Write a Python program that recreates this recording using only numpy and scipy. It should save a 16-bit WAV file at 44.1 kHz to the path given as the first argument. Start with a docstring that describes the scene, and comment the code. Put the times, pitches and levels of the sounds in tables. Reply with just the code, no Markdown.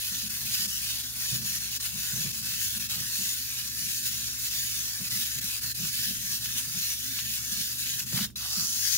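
"""One hears first the dry, close clatter of a plastic clockwork bird, spinning and rocking on a wooden table.
A small two-microphone camera stands near it: gear teeth excite a ringing shell with noisy contacts, sharp knocks
ring single parts, and the foot's taps sound the low table modes. A hand catches the bird, the gears stall, then
rattle on, brighter, as it is lifted and ends up at the left. Behind lie a soft low rumble, the wavering tones of
an appliance, and air."""
import sys
import numpy as np
from scipy import signal
from scipy.fft import rfft, irfft
from scipy.io import wavfile
from scipy.ndimage import uniform_filter1d, map_coordinates

SR = 44100
rng = np.random.default_rng(int(sys.argv[2]) if len(sys.argv) > 2 else 0)


def ratio_of_db(decibels):
    """Turn decibels (scalar or array-like) into linear amplitude factors; 0 dB maps to 1."""
    return 10 ** (np.asarray(decibels, float) / 20)


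def store_pcm(level_fs):
    """Save levels as 16-bit WAV."""
    pcm = np.round(np.clip(level_fs, -1, 1) * 32767).astype(np.int16)
    wavfile.write(sys.argv[1], SR, np.atleast_2d(pcm).T)


N = 395577
TIME = np.arange(N) / SR
BINS_HZ = np.arange(N // 2 + 1) * SR / N

# Appliance lines: f/Hz, level/dB, waver/dB
HUM_LINES = [(51.7, -67, 2.5), (67.8, -57, 1.8), (106.1, -65, 4), (119.2, -56.5, 0.5), (246.5, -71, 4),
             (261.6, -70.5, 4.5), (374, -79.5, 2.5)]
# Spectrum of the air in the room: f/Hz, relative density/(dB per Hz)
AIR_SPECTRUM = [(30, -19), (48, -9), (85, -7), (130, -20), (240, -1), (330, -11.5), (520, -18), (650, -30),
                (1200, -39), (4000, -60)]
# Low sound at the right microphone against the left: f/Hz, level/dB, lag/rad
BASS_AT_RIGHT = [(30, 9, 1), (60, 3.5, 1.3), (149, 4.5, 0.72), (179, -0.5, 0.93), (200, -0.5, 0.18),
                 (284, 1.5, 1.28), (584, 3, 1.13)]
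# Resonances of the table top: f/Hz, width/Hz, relative level/dB
TABLE_RESONANCES = [(126, 20, 0), (157, 24, 0), (182, 22, 2), (206, 22, 1), (300, 90, -18), (470, 150, -22),
                    (900, 400, -28)]
# Foot bumps on the table: start t/s, level/dB, contact/s, favoured table pitch f/Hz
FOOT_BUMPS = [(.11, -46, 0.029, 183), (.225, -46, 0.031, 200), (.43, -44.5, 0.028, 122),
              (.59, -48.5, .09, 190), (1.315, -37.5, 0.047, 126), (1.39, -43.5, 0.057, 150),
              (1.93, -46, 0.063, 165), (2.125, -39.5, 0.088, 145), (2.235, -35.5, .036, 140),
              (2.41, -48.5, .13, 145), (2.745, -48, 0.079, 199), (2.96, -42, 0.053, 140),
              (3.18, -43.5, 0.028, 199), (3.79, -51, 0.096, 159), (4.995, -41.5, .024, 168),
              (5.115, -44, .015, 130), (5.15, -47, .047, 190), (5.355, -43, .022, 160),
              (5.43, -46, .017, 198), (5.61, -45.5, .045, 136), (5.775, -40.5, 0.078, 160),
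              (5.985, -39.5, .016, 140), (6.065, -43, 0.053, 177), (6.53, -46, .017, 215),
              (6.665, -45, .02, 150), (6.74, -42, .036, 169), (7.505, -48, .028, 205),
              (7.57, -47.5, 0.036, 184), (8.118, -31.5, .028, 139), (8.165, -33.5, .016, 190),
              (8.198, -37.5, 0.031, 204), (8.561, -42.5, .034, 189)]
# Sharp knocks of plastic: t/s, peak level/dB before the overall toy level, ring f/Hz
PLASTIC_KNOCKS = [(0.146, -31, 3450), (0.51, -34, 3320), (0.649, -33, 2660), (0.999, -35, 3260),
                  (1.855, -28, 2990), (2.517, -32, 2680), (6.457, -30, 3100), (6.749, -41, 1700),
                  (7.188, -23.5, 3100), (7.199, -27, 3600), (7.866, -30, 2880), (8.003, -30, 2860),
                  (8.128, -40, 1680), (8.173, -27, 2200), (8.189, -30, 1350), (8.208, -28, 2840),
                  (8.219, -29, 4100), (8.248, -38, 1570), (8.301, -49, 1750), (8.303, -45, 9500)]
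# Turns of the toy, each from where the gears face away: t/s, relative rattle level/dB over the turn
TURN_LEVELS = [(-.15, -32), (.3, -31.5), (1.04, -31.5), (1.85, -31), (2.33, -30), (2.95, -31),
               (3.63, -31.5), (4.27, -30), (4.9, -32.5), (5.62, -30.5), (6.21, -31.5), (6.6, -31),
               (7.38, -32), (7.97, -30.5)]
# The gears snag for a moment: t/s, dip/dB, length at half height/s
GEAR_SNAGS = [(.289, 12, 0.0094), (.673, 9, 0.01), (1.03, 6.5, 0.015), (1.417, 4, 0.055), (1.594, 6, 0.013),
              (1.788, 16, 0.015), (1.92, 3, 0.025), (2.15, 5, 0.019), (2.325, 8, 0.01), (2.42, 5, 0.03),
              (2.79, 10, 0.013), (2.881, 12, 0.019), (4.497, 7, 0.023), (5.095, 8.5, 0.012),
              (5.405, 12, 0.0097), (5.605, 10, 0.018), (5.737, 20, 0.013), (5.912, 6, 0.024),
              (6.39, 6.5, 0.043), (6.977, 5, 0.082), (7.77, 4, 0.027), (8.052, 11, 0.02),
              (8.274, 17, 0.025)]
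# The gears spurt for a moment: t/s, rise/dB, length at half height/s
GEAR_SPURTS = [(0.549, 4, 0.021), (1.554, 4, 0.023), (1.856, 3.5, 0.024), (3.003, 3.5, 0.0089),
               (4.068, 4.5, 0.024), (5.221, 3, 0.041), (6.041, 4, 0.029), (6.453, 2.5, 0.027),
               (6.588, 4.5, 0.029), (7.999, 7, 0.016)]
# Caught and carried off: t/s, rattle gain/dB, left minus right/dB,
# bright ring of the freed shell/dB, body ring under the fingers/dB
HAND_MOVES = [(8.08, 0, .3, 0, 0), (8.12, -2, .3, 0, 0), (8.16, 2.5, 0, 0, 0), (8.25, 2.5, .3, 0, 1),
              (8.37, -6, 0, 1, 1), (8.43, -2, -.5, 1, 3), (8.52, -3, -1.3, 6, -1), (8.61, .5, -2, 7, -2),
              (8.66, -1, -1.5, 6, -4), (8.8, 1, 2.5, 3, -2), (8.85, 4, 4.5, 4.5, 2), (8.97, 3.5, 6.5, 6, 1)]
# Relative level of the shell's low register, fullest around the catch: t/s, level/dB
LOW_REGISTER = [(0, -0.5), (.4, 4), (.7, -0.5), (1, 4), (1.3, 3), (1.85, 3.5), (2.45, 3.5), (2.63, -3),
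                (2.9, 5.5), (3.35, -2), (3.63, 3), (4, -4.5), (4.27, 5.5), (4.6, -3.5), (4.95, 4.5),
                (5.25, -0.5), (5.58, 4), (6.05, -5), (6.47, 3), (7, -2.5), (7.2, 0), (7.9, -1), (8.09, 2.5),
                (8.18, 8.5), (8.27, 10), (8.36, 2), (8.45, 13.5), (8.62, 7), (8.7, 1), (8.97, -2.5)]
# Broad colour of the rattle: f/Hz, relative density/(dB per Hz)
RATTLE_SPECTRUM = [(180, -50), (450, -31), (640, -29), (800, -22), (1100, -20), (1390, -14.5), (1670, -12),
                   (2350, -10.5), (2670, -7), (4000, -3.5), (5380, -2), (7150, -1.5), (7770, -8),
                   (10700, -2), (14000, -2.5), (15500, -.5)]
# Resonances added to that colour: f/Hz, width/Hz, relative level/dB
SHELL_RESONANCES = [(1697, 147, -2), (2656, 42, 3), (4250, 89, -13), (4900, 3500, -11.5)]
# Part of the direct rattle that the two channels share, least in the treble: f/Hz, share/(0 to 1)
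CHANNEL_SHARE = [(400, .75), (1400, .65), (3000, .42), (6000, .36), (8000, .33), (10500, .1)]
# Balance of the toy: f/Hz, left minus right/dB
CHANNEL_BALANCE = [(500, 2.5), (1000, 1.4), (2000, 2.2), (4000, -2.4), (8000, 3.4), (12000, .5)]

AIR_DB = -60.5
RUMBLE_DB, RUMBLE_WANDER_DB = -61.5, 3.5  # soft low rumble throughout, wavering under the bumps
BUMP_ATTACK_S, BUMP_RELEASE_S = 0.014, 0.029
FAVOUR_DB_PER_OCTAVE = 24  # low table modes away from the favoured pitch answer less
TOOTH_HZ = 262.5  # central tooth rate, from which the wheel wanders
STALL_START_S, STALL_END_S = 8.27, 8.357  # the hand holds the gears still
LAST_TURN_S = 0.79  # length of the turn begun in the last row
SWING_DB, LEAN_DB = 1.3, -0.8  # louder facing the camera, swelling faster than it fades
# the body ring is fullest as the rattle sinks towards its quietest
BODY_DB, BODY_LEAN_DB, BODY_PHASE_RAD = 0.7, 1, 1.7
WANDER_DB = 0.87  # uneven running of the gears
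PATCH_HZ, PATCH_S, PATCH_DB, PATCH_ALIKE = 180, .075, 2.7, .6
ROOM_T60_S, ROOM_DB = .2, -10
LATE_US, LATE_SWING_US = 114.6, 8.3  # the right microphone hears the toy later
TOY_DB = 2.0  # overall level of rattle and knocks


def curve(table):
    """Columns of a time table, sample by sample."""
    s, *columns = np.transpose(table)
    return [np.interp(TIME, s, c) for c in columns]


def along_hz(points):
    """A (f/Hz, value) table on all frequency bins."""
    hz, value = np.transpose(points)
    return np.interp(np.log(BINS_HZ + 1), np.log(hz), value)


def modes(table):
    """Summed response of damped resonances (f/Hz, width/Hz, level/dB)."""
    response = 0
    for hz, width, db in table:
        damping = 1j * BINS_HZ * width
        response = response + ratio_of_db(db) * damping / (hz ** 2 - BINS_HZ ** 2 + damping)
    return response


def shape(x, response):
    """Filter by a response given on all bins."""
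    return irfft(rfft(x) * response, N)


def unit(x):
    """Scale to rms 1."""
    return x / np.sqrt(np.mean(x ** 2))


def walk(rate):
    """Random levels held 1 / rate s and slewed twice; spread near 1."""
    k = int(SR / rate)
    steps = np.repeat(rng.standard_normal(N // k + 1), k)
    return 1.4 * uniform_filter1d(uniform_filter1d(steps, k), k)[:N]


def bells(table):
    """Sum of bell shapes from rows of (t/s, height, length at half height/s)."""
    return sum(h * np.exp(-np.log(16) * ((TIME - s) / length) ** 2) for s, h, length in table)


def delay(x, seconds):
    """Read x a moving time ago."""
    return map_coordinates(x, [np.arange(N) - seconds * SR], order=5, mode="nearest")


def bass_pair(x):
    """Low sound reaches the right microphone later and, at the very bottom, stronger."""
    hz, right_db, lag_rad = np.transpose(BASS_AT_RIGHT)
    gain = ratio_of_db(along_hz(np.transpose([hz, right_db])))
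    lag = np.exp(-1j * along_hz(np.transpose([hz, lag_rad])))
    return np.array([x, shape(x, gain * lag)])


def room_tone():
    """Appliance lines wavering in level and pitch over a low rush of air."""
    hum = 0
    for hz, db, waver_db in HUM_LINES:
        level = np.sqrt(2) * ratio_of_db(db + waver_db * walk(13))
        phase = 2 * np.pi * np.cumsum(hz + 1.798 * walk(11)) / SR
        hum = hum + level * np.sin(phase)
    colour = ratio_of_db(along_hz(AIR_SPECTRUM))
    same, left, right = (shape(rng.standard_normal(N), colour) for _ in range(3))
    air = bass_pair(same) + .9 * np.array([left, right])
    return bass_pair(hum) + ratio_of_db(AIR_DB) * unit(air)


def rocking():
    """The foot's rim taps ring the low table modes, each bump favouring its own pitch, over a soft rumble."""
    sparse = (rng.random(N) < 260 / SR) * rng.standard_normal(N)  # about 260 taps a second
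    taps = sparse + 0.063 * rng.standard_normal(N)
    rumble = ratio_of_db(RUMBLE_DB + RUMBLE_WANDER_DB * walk(9))
    pushes = []  # power of each bump over time
    for s, _, contact_s, _ in FOOT_BUMPS:
        attack = np.clip((TIME - s) / BUMP_ATTACK_S, 0, 1) ** 2
        release = np.exp(-2 * np.clip(TIME - s - contact_s, 0, None) / BUMP_RELEASE_S)
        pushes.append(attack * release)
    _, db, _, favoured_hz = np.transpose(FOOT_BUMPS)
    out = 0
    for hz, width, mode_db in TABLE_RESONANCES:
        ring = shape(taps, modes([(hz, width, 0)]) ** 2)
        # even out the loudest taps over about 50 ms
        local_power = uniform_filter1d(ring ** 2, size=2200)
        even = ratio_of_db(mode_db) * ring / np.sqrt(local_power + 0.095 * np.mean(ring ** 2))
        away_db = FAVOUR_DB_PER_OCTAVE * np.abs(np.log2(hz / favoured_hz)) * (hz < 250)
        bump_power = ratio_of_db(2 * (db - away_db)) @ pushes
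        out = out + even * np.sqrt(rumble ** 2 + bump_power)
    return out


def knocks():
    """Each knock is a short crack that rings the part of the shell it strikes."""
    out = np.zeros(N)
    t = np.arange(1500) / SR
    noise = rng.standard_normal((len(PLASTIC_KNOCKS), len(t)))
    for (s, db, hz), rough in zip(PLASTIC_KNOCKS, noise):
        push = np.exp(-t / .00008) + .4 * rough * np.exp(-t / .007)
        band = signal.butter(2, [hz / 1.6, hz * 2.1], "band", fs=SR, output="sos")
        crack = signal.sosfilt(band, push)
        ring = signal.lfilter(*signal.iirpeak(hz, 12, fs=SR), push)
        knock = crack + 2.2 * ring
        i = int(s * SR)
        out[i:i + len(t)] += ratio_of_db(db) * knock / np.abs(knock).max()
    return out


def spin():
    """Angle of the spinning toy in radians, level of each turn, and freedom to swing until the hand's hold."""
    s, db = np.transpose(TURN_LEVELS)
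    angle = 2 * np.pi * np.interp(TIME, [*s, s[-1] + LAST_TURN_S], np.arange(len(s) + 1))
    turn_db = np.interp(angle, 2 * np.pi * np.arange(len(s)) + np.pi, db)
    free = np.clip((STALL_START_S - TIME) / .2, 0, 1)
    return angle, turn_db, free


def rattle_db():
    """Level of the gears: the turn's swell, snags, spurts, uneven running and the hand."""
    angle, turn_db, free = spin()
    swell_db = free * (-SWING_DB * np.cos(angle) + LEAN_DB * np.sin(2 * angle))
    moments_db = bells(GEAR_SPURTS) - bells(GEAR_SNAGS)
    return turn_db + swell_db + moments_db + WANDER_DB * walk(22) + curve(HAND_MOVES)[0]


def gear_contacts():
    """Strength of the tiny contacts: two bursts per tooth of an unevenly turning wheel, sizes scattered."""
    tooth_hz = TOOTH_HZ * (1 + .07 * walk(6) + 0.0596 * walk(120))
    phase = 2 * np.pi * np.cumsum(tooth_hz) / SR
    bursts = np.exp(.23 * np.cos(phase) + .17 * np.cos(2 * phase))
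    return bursts * ratio_of_db(1.3 * walk(3000) + .7 * walk(70))


def loose_parts(contacts, ring_db=-10., flutter_db=6.):
    """Small loose parts catch the contacts and ring briefly, each at its own pitch, coming and going."""
    rings = 0
    for hz in np.geomspace(1500, 7300, num=22) * (1 + 0.034 * rng.standard_normal(22)):
        caught = contacts * ratio_of_db(flutter_db * walk(30))
        rings = rings + signal.lfilter(*signal.iirpeak(hz, 55, fs=SR), caught)
    return ratio_of_db(ring_db) * unit(rings) * np.std(contacts)


def panels(pair):
    """Small panels of the turning shell ring up and die away at random, partly alike at both microphones."""
    hz, s, spec = signal.stft(pair, SR, nperseg=1024)
    cells = rng.standard_normal((3, int(hz[-1] / PATCH_HZ) + 2, int(s[-1] / PATCH_S) + 2))
    at = np.meshgrid(hz / PATCH_HZ, s / PATCH_S, indexing="ij")
    same, left, right = (map_coordinates(c, at, order=3) for c in cells)
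    own = np.array([left, right])
    patch_db = PATCH_DB * (np.sqrt(PATCH_ALIKE) * same + np.sqrt(1 - PATCH_ALIKE) * own)
    _, patched = signal.istft(spec * ratio_of_db(patch_db), SR, nperseg=1024)
    return unit(patched[:, :N])


def shell(pair):
    """Broad colour and shell resonances on a pair of spectra; registers swell with spin and hand, and flicker."""
    balance_db = along_hz(CHANNEL_BALANCE) * np.array([[.5], [-.5]])
    pair = pair * ratio_of_db(along_hz(RATTLE_SPECTRUM) + balance_db) * (1 + modes(SHELL_RESONANCES))
    angle, _, free = spin()
    lean_db = BODY_LEAN_DB * np.sin(2 * angle + 0.38)
    body_db = free * (BODY_DB * np.cos(angle + BODY_PHASE_RAD) - lean_db)
    freed_db, held_db = curve(HAND_MOVES)[2:]
    low_db = curve(LOW_REGISTER)[0]
    edges = np.geomspace(700, 13500, num=17)
    below = [0, *(1 / (1 + (BINS_HZ / hz) ** 24) for hz in edges), 1]
    out = 0
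    for lower, upper, hz in zip(below, below[1:], [*edges, SR]):  # hz: top of the register
        if hz < 1500:
            register_db = low_db
        elif hz < 2400:
            register_db = held_db
        elif hz < 4600:
            register_db = body_db + held_db
        elif hz < 6600:
            register_db = freed_db
        elif hz < 7800:
            register_db = freed_db / 2
        else:
            register_db = 0
        flicker_db = 0.9 * walk(14) * min(1, 7000 / hz)
        register = irfft(pair * (upper - lower), N)
        out = out + ratio_of_db(register_db - np.mean(register_db) + flicker_db) * register
    return panels(out)


def rattle():
    """Gear contacts heard directly, and as the diffuse tail that wall and table send back."""
    same, left, right = gear_contacts() * rng.standard_normal((3, N))
    same, left, right = rfft([same + loose_parts(same), left, right])
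    # the two channels share part of the rattle, least in the treble
    share = np.clip(along_hz(CHANNEL_SHARE), 0, 1)
    direct = shell(np.sqrt(share) * same + np.sqrt(1 - share) * np.array([left, right]))
    running = (TIME < STALL_START_S) | (TIME > STALL_END_S)
    gain = ratio_of_db(rattle_db()) * uniform_filter1d(1. * running, size=90)
    pan_db = curve(HAND_MOVES)[1]
    direct = direct * gain * ratio_of_db(np.array([pan_db, -pan_db]) / 2)
    # the tail's power follows the gears and dies away by 60 dB in ROOM_T60_S
    fade = np.exp(-2 * np.log(1000) / (ROOM_T60_S * SR))
    tail_power, _ = signal.lfilter([1 - fade], [1, -fade], gain ** 2, zi=[gain[0] ** 2])
    diffuse = shell(rfft(rng.standard_normal((2, N))))
    return direct, ratio_of_db(ROOM_DB) * np.sqrt(tail_power) * diffuse


def scene():
    """Toy, table and room at the two microphones."""
    direct, tail = rattle()
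    late_s = (LATE_US - LATE_SWING_US * np.cos(spin()[0])) / 10 ** 6
    toy = np.array([direct[0], delay(direct[1], late_s)]) + knocks()
    return ratio_of_db(TOY_DB) * (toy + tail) + bass_pair(rocking()) + room_tone()


def top_cut(x):
    """Nothing passes above the cut-off."""
    return signal.sosfilt(signal.butter(12, 17100, fs=SR, output="sos"), x)


def record(dry):
    """The camera cuts the top off steeply, above 15740 Hz."""
    steep = signal.ellip(13, .2, 80, 15740, fs=SR, output="sos")
    cut = signal.sosfilt(steep, dry)
    return top_cut(cut)


dry = scene()
out = record(dry)
store_pcm(out)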